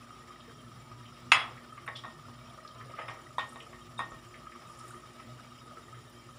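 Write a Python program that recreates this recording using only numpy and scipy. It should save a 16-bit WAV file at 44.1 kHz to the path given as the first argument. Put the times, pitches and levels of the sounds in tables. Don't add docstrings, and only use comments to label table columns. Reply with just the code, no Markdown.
import sys
import numpy as np
from scipy import signal
from scipy.fft import rfft, irfft
from scipy.io import wavfile
from scipy.ndimage import uniform_filter1d

SR = 44100
rng = np.random.default_rng(int(sys.argv[2]) if len(sys.argv) > 2 else 0)


def store_wav(level_fs):
    pcm = np.round(np.clip(np.atleast_2d(level_fs), -1, 1) * 32767)
    wavfile.write(sys.argv[1], SR, pcm.T.astype(np.int16))


def gain_from_db(level_db):
    decades = np.asarray(level_db, float) / 20
    return 10 ** decades


N = 281490

# t/s, level/dB
BOIL = [(0.0, -0.5), (0.25, 0.5), (0.57, -8), (1.2, -2.5), (1.5, 6.5), (1.8, -5.5), (2.4, 0.5), (2.63, 0.5),
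        (2.95, 8.5), (3.3, 0.5), (4.1, -2), (4.53, -1), (4.85, 7.5), (5.1, -1.5), (5.6, 0), (6.38, -9.5)]
# f/Hz, density/(dB per Hz)
WASH = [(18, -32.5), (30, -29), (124, 2), (184, -30), (239, -7), (426, -10.5), (962, -11.5), (1250, -9.5),
        (1540, -18), (5590, -20.5), (6380, -24), (13300, -40.5), (14800, -26.5), (16000, -32)]
# f/Hz, density/(dB per Hz)
STEAM = [(3240, -38), (5500, -2.5), (6420, -4.5), (7090, 5), (8080, -5.5), (9690, 0), (12500, -13),
         (16200, -40), (22000, -120)]
# t/s, lift/dB
PUFFS = [
    (2.4, -1),
    (3.5, 3.5),
    (4.15, 1.5),
    (4.85, 5),
]
# t/s, length/s, f/Hz, level/dB rms
WHISTLES = [
    (0.812, 0.083, 885, -69),
    (0.875, 0.18, 977, -64),
    (2.733, 0.11, 1024, -62.5),
]
# t/s, level/dB, f/Hz
POPS = [(0.02, -42.5, 1180), (0.194, -41, 1250), (0.2592, -45, 1210), (0.3049, -34, 1217),
        (0.396, -41.5, 1240), (0.51, -42.5, 1195), (0.664, -42, 1284), (0.9152, -38, 1223),
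        (1.0096, -39, 1240), (1.126, -40.5, 1260), (1.724, -34.5, 1256), (1.7772, -32.5, 1175),
        (2.254, -42, 1350), (2.4713, -41.5, 1240), (2.6494, -34.5, 1230), (2.8, -39, 1213),
        (2.9368, -32.5, 1224), (2.9878, -27.5, 1245), (3.259, -44, 1286), (3.523, -39, 1270),
        (4.4686, -31.5, 1243), (4.551, -41, 1172), (4.6975, -38.5, 1190), (4.805, -37, 1260),
        (4.9384, -35.5, 1245), (5.035, -38.5, 1242), (5.1937, -37, 1258), (5.71, -37.5, 1228),
        (5.77, -35.5, 1283), (5.927, -37.5, 1254)]
# f/Hz, level/dB rms
PAN_MODES = [(1760, -69), (1880, -69.5), (2270, -70), (2850, -71.5), (3170, -67.5), (3740, -70.5),
             (5080, -69.5), (5620, -72), (7150, -79.5), (9200, -78.5), (10400, -78)]
# f/Hz, width/Hz, lift/dB
HOLLOW = [(1240, 100, 18), (1870, 1400, 11), (3150, 800, 9), (3720, 40, 16), (5630, 1240, 10.5),
          (6370, 490, -21.5), (7700, 170, 17), (7830, 900, -7), (8900, 340, 13)]
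# t/s, level/dB, centre f/Hz
THUDS = [
    (.47, -46, 430),
    (1.5, -45.5, 476),
    (2.5, -48, 684),
    (2.57, -46, 610),
    (2.75, -47, 617),
    (2.89, -42, 574),
    (4.94, -47, 354),
    (5.76, -46.5, 408),
    (5.96, -46, 412),
]
# t/s, level/dB
SPITS = [
    (1.724, -57),
    (1.9669, -48),
    (3.4897, -44),
    (3.5294, -52),
    (4.2444, -52),
    (4.787, -43.5),
    (4.878, -45),
    (4.903, -43),
    (6.0935, -59),
]
# f/Hz, level/dB, t60/s, pair split/Hz (negative: starts opposed and swells)
BOWL_MODES = [(1140, -9, 0.16, 24), (1265, -7.5, 0.19, 47), (2160, -21, 0.42, 94), (2620, -3, 0.057, 89),
              (2635, 8, 0.045, 129), (3350, -10.5, 0.31, -6), (3860, -28, 0.052, 22),
              (5070, -13, 0.18, -17), (6750, -4.5, 0.12, -1), (8355, -19, 0.17, 35), (9380, -17, 0.095, 9),
              (9900, -29, 0.18, 12), (10490, -26.5, 0.22, 11), (11570, -37, .18, 10), (12257, -39, .08, 30),
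              (14280, -36, 0.12, 12)]
# f/Hz, density/(dB per Hz)
BOWL_CONTACT = [(150, -41), (250, -27), (1270, 8), (1560, -1), (1920, 3.5), (3050, 0), (3380, 0.5),
                (6260, -19), (6940, -35), (7300, -31), (9610, -33), (15000, -78)]
# t/s, ring level/dB, crack level/dB, hardness/(dB per octave)
BOWL_HITS = [
    (1.3178, -19, -2.5, -0.63),
    (1.863, -57, -55, -0.5),
    (3.985, -60.5, -60, 7),
]
# f/Hz, level/dB, t60/s, pair split/Hz
LADLE_MODES = [(524, -34, 0.53, 5.9), (643.6, -22, 0.28, 4.8), (893, -41, 0.11, 9.8), (1111, -6, 0.14, 26),
               (1256, -2.5, 0.041, 4.9), (1850, -9, 0.24, 5), (2680, -49, 0.075, 22), (3350, -16, 0.075, 4),
               (3690, -8.5, 0.039, 5), (4620, -31, 0.13, 50)]
# f/Hz, density/(dB per Hz)
LADLE_CONTACT = [(180, -27), (300, -24.5), (1150, 0), (1610, -12), (2690, -10.5), (3090, -26), (3660, -1),
                 (4140, -27), (9670, -25), (12000, -66), (15600, -98), (22000, -120)]
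# t/s, ring level/dB, crack level/dB, hardness/(dB per octave)
LADLE_HITS = [
    (1.876, -37, -41, -4.5),
    (1.888, -54, -36, -3),
    (2.037, -40.5, -46, -1.5),
    (2.052, -48, -35, -4.5),
    (3.086, -41, -31.5, -4),
    (3.382, -28, -36, 1),
    (3.558, -46.5, -35.5, -4.5),
    (3.728, -51.5, -50, -7),
    (3.9915, -30, -29, -2),
    (4.119, -49, -35, -9),
]
# t/s, level/dB, f/Hz
CLONKS = [
    (3.3826, -14.5, 1000),
    (3.9924, -17, 1050),
]
# t/s, level/dB, f/Hz, ring/s
PINGS = [(1.34, -36.5, 3335, 0.24), (1.862, -52, 9330, 0.026), (1.863, -60, 11640, .025),
         (1.953, -37.5, 3430, .04), (1.99, -41.5, 3350, .03), (2.056, -46, 1850, .13),
         (2.711, -48, 3150, 0.015), (3.079, -48, 5130, 0.018), (3.08, -58, 9900, .025),
         (3.382, -48.5, 8300, 0.014), (3.384, -57, 10100, .015), (3.978, -39, 3700, 0.04),
         (3.982, -49, 8400, 0.018), (3.991, -49, 9560, .023)]
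# t/s,
# level/dB, centre f/Hz
KNOCKS = [(0.402, -46.5, 3350), (0.49, -46, 1450), (1.052, -45, 3000), (1.3175, -7.5, 2430),
          (1.5723, -44, 2030), (1.774, -42, 2040), (1.862, -39, 1230), (1.875, -28, 1910),
          (1.956, -34, 3500), (2.28, -41, 1090), (2.6743, -40, 4440), (2.806, -41.5, 1870),
          (2.899, -44, 2250), (2.972, -42, 1880), (2.998, -47, 1810), (3.014, -36.5, 1960),
          (3.079, -34, 2260), (3.601, -36.5, 2840), (3.726, -42.5, 1940), (4.3385, -36.5, 2100),
          (4.461, -46, 1850), (4.517, -43, 2030), (4.793, -46, 5700), (4.884, -54, 14000),
          (4.939, -46, 1740), (5.196, -41.5, 2130), (5.768, -45, 1700), (5.94, -44.5, 1580),
          (6.095, -57, 13500)]
# t/s, level/dB, centre f/Hz
SCRAPES = [
    (1.953, -39, 4040),
    (2.975, -33.5, 660),
    (2.978, -34.5, 2030),
    (3.08, -42, 2000),
    (3.09, -47, 5200),
    (3.09, -41, 724),
    (3.385, -37, 2860),
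    (3.6, -45, 410),
    (3.997, -45, 2500),
]
# f/Hz, t60/s
KITCHEN = [(300, 1), (1000, 0.31), (2500, 0.24), (5000, 0.27), (10000, 0.29)]
# f/Hz, steady level/dB rms, wavering level/dB rms, wavering width/Hz
HUM = [(57.8, -68, -81, 3.7), (121.4, -61, -59, 38), (239.4, -63.5, -65, 30.5), (355, -85, -66.5, 20.7),
       (623, -102, -67, 135)]
# f/Hz, density/(dB per Hz)
SIDE_HISS = [(29, -40), (55, -10), (122, -2), (809, -8.5), (1250, 2), (1550, -9.5), (5520, -18.5),
             (7020, -29), (15500, -20.5)]


def evened(x):
    return x / np.sqrt(np.mean(x ** 2) + 1e-20)


def read(points, hz):
    f, value = np.transpose(points)
    return np.interp(np.log(hz + 1), np.log(f + 1), value)


def add(mix, start_s, sound):
    part = mix[round(start_s * SR):][:len(sound)]
    part += sound[:len(part)]


def hollow_db(hz):
    return sum(lift_db / (1 + (2 * (hz - f) / width_hz) ** 2) for f, width_hz, lift_db in HOLLOW)


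def causal(gain_db, size=2048):
    log_gain = np.log(gain_from_db(np.maximum(gain_db, -100)))
    whole = np.concatenate([log_gain, log_gain[-2:0:-1]])
    taps = np.fft.ifft(np.exp(np.conj(signal.hilbert(whole)))).real[:size]
    return taps / np.linalg.norm(taps)


def noise(shape_db, patchy_db, flicker_db, size=512):
    frames, hz = 4 * N // size + 5, np.fft.rfftfreq(size, 1 / SR)
    re, im, patches = rng.standard_normal((frames, len(hz), 3)).T
    patches = uniform_filter1d(patches, size=5, axis=0)
    patches = evened(uniform_filter1d(patches, size=8, axis=1))
    flicker = evened(uniform_filter1d(rng.standard_normal(frames), size=4))
    level_db = shape_db(hz)[:, None] + patchy_db * patches + flicker_db * flicker
    spectra = (re + 1j * im) * gain_from_db(level_db)
    return evened(signal.istft(spectra, nperseg=size, noverlap=3 * size // 4)[1][:N])


def bubble(hz, cycles, glide):
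    u = np.arange(6000) / SR * hz / cycles
    tone = np.sin(2 * np.pi * cycles * (u + glide * u ** 2))
    return tone * np.exp(-u * 3) * (1 - np.exp(-u * 18))


def burst(colour_db, length_s, chance, rise=3.55):
    u = np.arange(len(chance)) / SR / length_s
    shape = np.exp(-u * 1.17) * np.minimum(u * rise + 0.15, 1)
    spectrum = rfft(chance * shape)
    lumps = uniform_filter1d(abs(spectrum) ** 2, size=len(chance) // 150)
    even = irfft(spectrum / np.sqrt(lumps), len(chance))
    sound = signal.fftconvolve(even * shape, causal(colour_db))
    return sound / abs(sound).max()


def boil(share):
    return gain_from_db(share * np.interp(np.arange(N) / SR, *np.transpose(BOIL)))


def bubbling():
    per_s = 260
    size = gain_from_db(3.6 * np.minimum(rng.exponential(1, N), 5)) * (rng.random(N) < per_s / SR)
    kind, crowd = rng.integers(0, 22, N), 0
    for k, hz in enumerate(np.geomspace(300, 6000, 22)):
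        level = gain_from_db(0.95 * hollow_db(hz) - 0.85 * np.log2(hz / 1000))
        voice = level * bubble(hz, cycles=21.6, glide=0.0055)
        crowd = crowd + signal.oaconvolve(size * (kind == k), voice)[:N]
    near = noise(lambda hz: -25 * np.log10(1 + (2 * (hz - 1240) / 120) ** 2),
                 patchy_db=1.5, flicker_db=1.5, size=1024)
    return gain_from_db(-54.5) * boil(0.83) * (gain_from_db(-7) * evened(crowd) + gain_from_db(-5) * near)


def wash():
    water = noise(lambda hz: read(WASH, hz) + 0.51 * hollow_db(hz), patchy_db=1.5, flicker_db=1.4, size=1024)
    return gain_from_db(-57) * boil(0.083) * water


def gurgle():
    return gain_from_db(-64.5) * noise(lambda hz: -7 * np.log2(hz / 170 + 0.0091) ** 2,
                              patchy_db=4, flicker_db=0.5, size=2048)


def steam():
    t, puff_s, grows_db_per_s = np.arange(N) / SR, 0.23, 0.4
    puffs_db = sum(lift_db * np.exp(-((t - s) / puff_s) ** 2) for s, lift_db in PUFFS)
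    hiss = noise(lambda hz: read(STEAM, hz), patchy_db=3.3, flicker_db=1.2, size=256)
    return gain_from_db(-71.5 + grows_db_per_s * t + puffs_db) * hiss


def pops():
    out = np.zeros(N)
    for s, db, hz in POPS:
        add(out, s, gain_from_db(db - 2.5) * bubble(hz, cycles=32, glide=0.016))
    return out


def pan_rings():
    per_s = 300
    size = gain_from_db(3.1 * np.minimum(rng.exponential(1, N), 4)) * (rng.random(N) < per_s / SR)
    modes = list(PAN_MODES) * 2
    kind, out = rng.integers(0, len(modes), N), 0
    for k, (hz, db) in enumerate(modes):
        ring = bubble(hz * rng.uniform(0.99, 1.015), cycles=0.055 * hz, glide=0)
        out = out + gain_from_db(db - 9) * evened(signal.oaconvolve(size * (kind == k), ring)[:N])
    return out


def whistles():
    out = np.zeros(N)
    for s, length_s, hz, db in WHISTLES:
        t = np.arange(0, length_s, 1 / SR)
        tone = np.sqrt(2) * np.sin(2 * np.pi * hz * t)
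        add(out, s, gain_from_db(db) * tone * signal.windows.tukey(len(t), 0.4))
    return out


def strikes(hits, modes, contact, contact_s, chatter_s, lift_db, lag_s):
    out, hz, t = np.zeros(N), np.fft.rfftfreq(4096, 1 / SR), np.arange(SR // 2) / SR
    f, mode_db, t60, split = np.transpose(modes)[:, :, None]
    ring_rise = np.sin(np.minimum(t / 0.0026, 1) * np.pi / 2) ** 2
    for s, ring_db, crack_db, tilt in hits:
        crack_chance, chatter_chance = rng.standard_normal((2, 12000))
        phase = rng.random((len(f), 1))
        crack_colour_db = read(contact, hz) + tilt * np.log2(hz / 2000 + 0.0068)
        chatter_colour_db = crack_colour_db - 5.2 * np.log2(1 + hz / 3000) ** 2
        crack = burst(crack_colour_db, contact_s, crack_chance[:3000], rise=10.6)
        chatter = burst(chatter_colour_db, chatter_s, chatter_chance, rise=73)
        pair = np.sin(2 * np.pi * (f * t + phase))
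        pair = pair + 0.5 * np.sign(split) * np.sin(2 * np.pi * ((f + split) * t + phase))
        ring = gain_from_db(mode_db + tilt * np.log2(f / 2000) - 60 * t / t60) * pair
        add(out, s, gain_from_db(crack_db) * crack)
        add(out, s + lag_s, gain_from_db(ring_db + lift_db) * chatter)
        add(out, s, gain_from_db(ring_db) * ring.sum(0) * ring_rise)
    return out


def bowl():
    return strikes(BOWL_HITS, BOWL_MODES, BOWL_CONTACT,
                   contact_s=0.0092, chatter_s=0.13, lift_db=2, lag_s=0.00103)


def utensil():
    return strikes(LADLE_HITS, LADLE_MODES, LADLE_CONTACT,
                   contact_s=0.0028, chatter_s=0.038, lift_db=3.5, lag_s=0.008)


def clonks():
    out = np.zeros(N)
    for s, db, hz in CLONKS:
        add(out, s, gain_from_db(db) * bubble(hz, cycles=7.9, glide=0))
    return out


def pings():
    out = np.zeros(N)
    for s, db, hz, ring_s in PINGS:
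        add(out, s, gain_from_db(db) * bubble(hz, cycles=ring_s * hz, glide=0))
    return out


def knocks(rows, spread_octaves, length_s):
    out, hz = np.zeros(N), np.fft.rfftfreq(4096, 1 / SR)
    for s, db, centre_hz in rows:
        band_db = -9 * (np.log2(hz / centre_hz + 0.001) / spread_octaves) ** 2
        sound = burst(band_db + 0.55 * hollow_db(hz), length_s, rng.standard_normal(6000))
        add(out, s, gain_from_db(db - 3) * sound)
    return out


def small_contacts():
    spits = [(s, db, 8900) for s, db in SPITS]
    counter = knocks(KNOCKS, spread_octaves=0.47, length_s=0.015)
    counter = counter + knocks(SCRAPES, spread_octaves=0.69, length_s=0.058)
    pot = knocks(THUDS, spread_octaves=0.26, length_s=0.014)
    return counter + pot + knocks(spits, spread_octaves=0.33, length_s=0.012)


def kitchen(x):
    taps = np.zeros(SR)
    at = np.arange(200, SR - 20, 20)
    taps[at + rng.integers(0, 20, len(at))] = rng.choice([-1., 1.], len(at))
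    hz, t, spectra = signal.stft(taps, SR, nperseg=256)
    decay_db = -60 * t / read(KITCHEN, hz)[:, None]
    colour_db = 0.47 * hollow_db(hz)[:, None]
    tail = signal.istft(spectra * gain_from_db(decay_db + colour_db), SR, nperseg=256)[1]
    return signal.fftconvolve(x, tail / np.linalg.norm(tail))[:N]


def hum():
    t, out = np.arange(N) / SR, 0
    throb_db, throb_hz = 2.6, 11
    for hz, steady_db, waver_db, width_hz in HUM:
        r, (re, im) = np.exp(-np.pi * width_hz / SR), rng.standard_normal((2, N))
        waver = signal.lfilter([1], np.convolve([1, -r], [1, -r]), re + 1j * im)
        carrier = np.exp(2j * np.pi * (hz * t + rng.random()))
        throb = evened(np.interp(t * throb_hz, np.arange(80), rng.standard_normal(80)))
        steady = gain_from_db(steady_db) * np.sqrt(2) * carrier.real
        wavering = gain_from_db(waver_db) * evened((waver * carrier).real)
        out = out + gain_from_db(throb_db * throb - 1) * (steady + wavering)
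    return out


def side_hiss():
    return gain_from_db(-75.5) * noise(lambda hz: read(SIDE_HISS, hz), patchy_db=1, flicker_db=1)


def scene():
    pot = bubbling() + wash() + gurgle() + steam() + pan_rings()
    metal = bowl() + utensil()
    small = small_contacts()
    tones = pops() + pings() + clonks() + whistles()
    room = kitchen(gain_from_db(-8.5) * metal + gain_from_db(-5.5) * small + gain_from_db(-12) * tones)
    mid = pot + metal + small + tones + room + hum()
    side = side_hiss()
    return np.array([mid + side, mid - side])


def roll_off(x):
    return signal.sosfilt(signal.butter(12, 16450, fs=SR, output="sos"), x)


def record(dry):
    dry = signal.sosfilt(signal.butter(4, 46, "high", fs=SR, output="sos"), dry)
    dry = 0.75 * np.tanh(dry / 0.75)
    lowpass = signal.firwin(401, 15600, window=("kaiser", 9), fs=SR)
    mix = signal.oaconvolve(dry, lowpass[None], "same")
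    return roll_off(mix)


dry = scene()
out = record(dry)
store_wav(out)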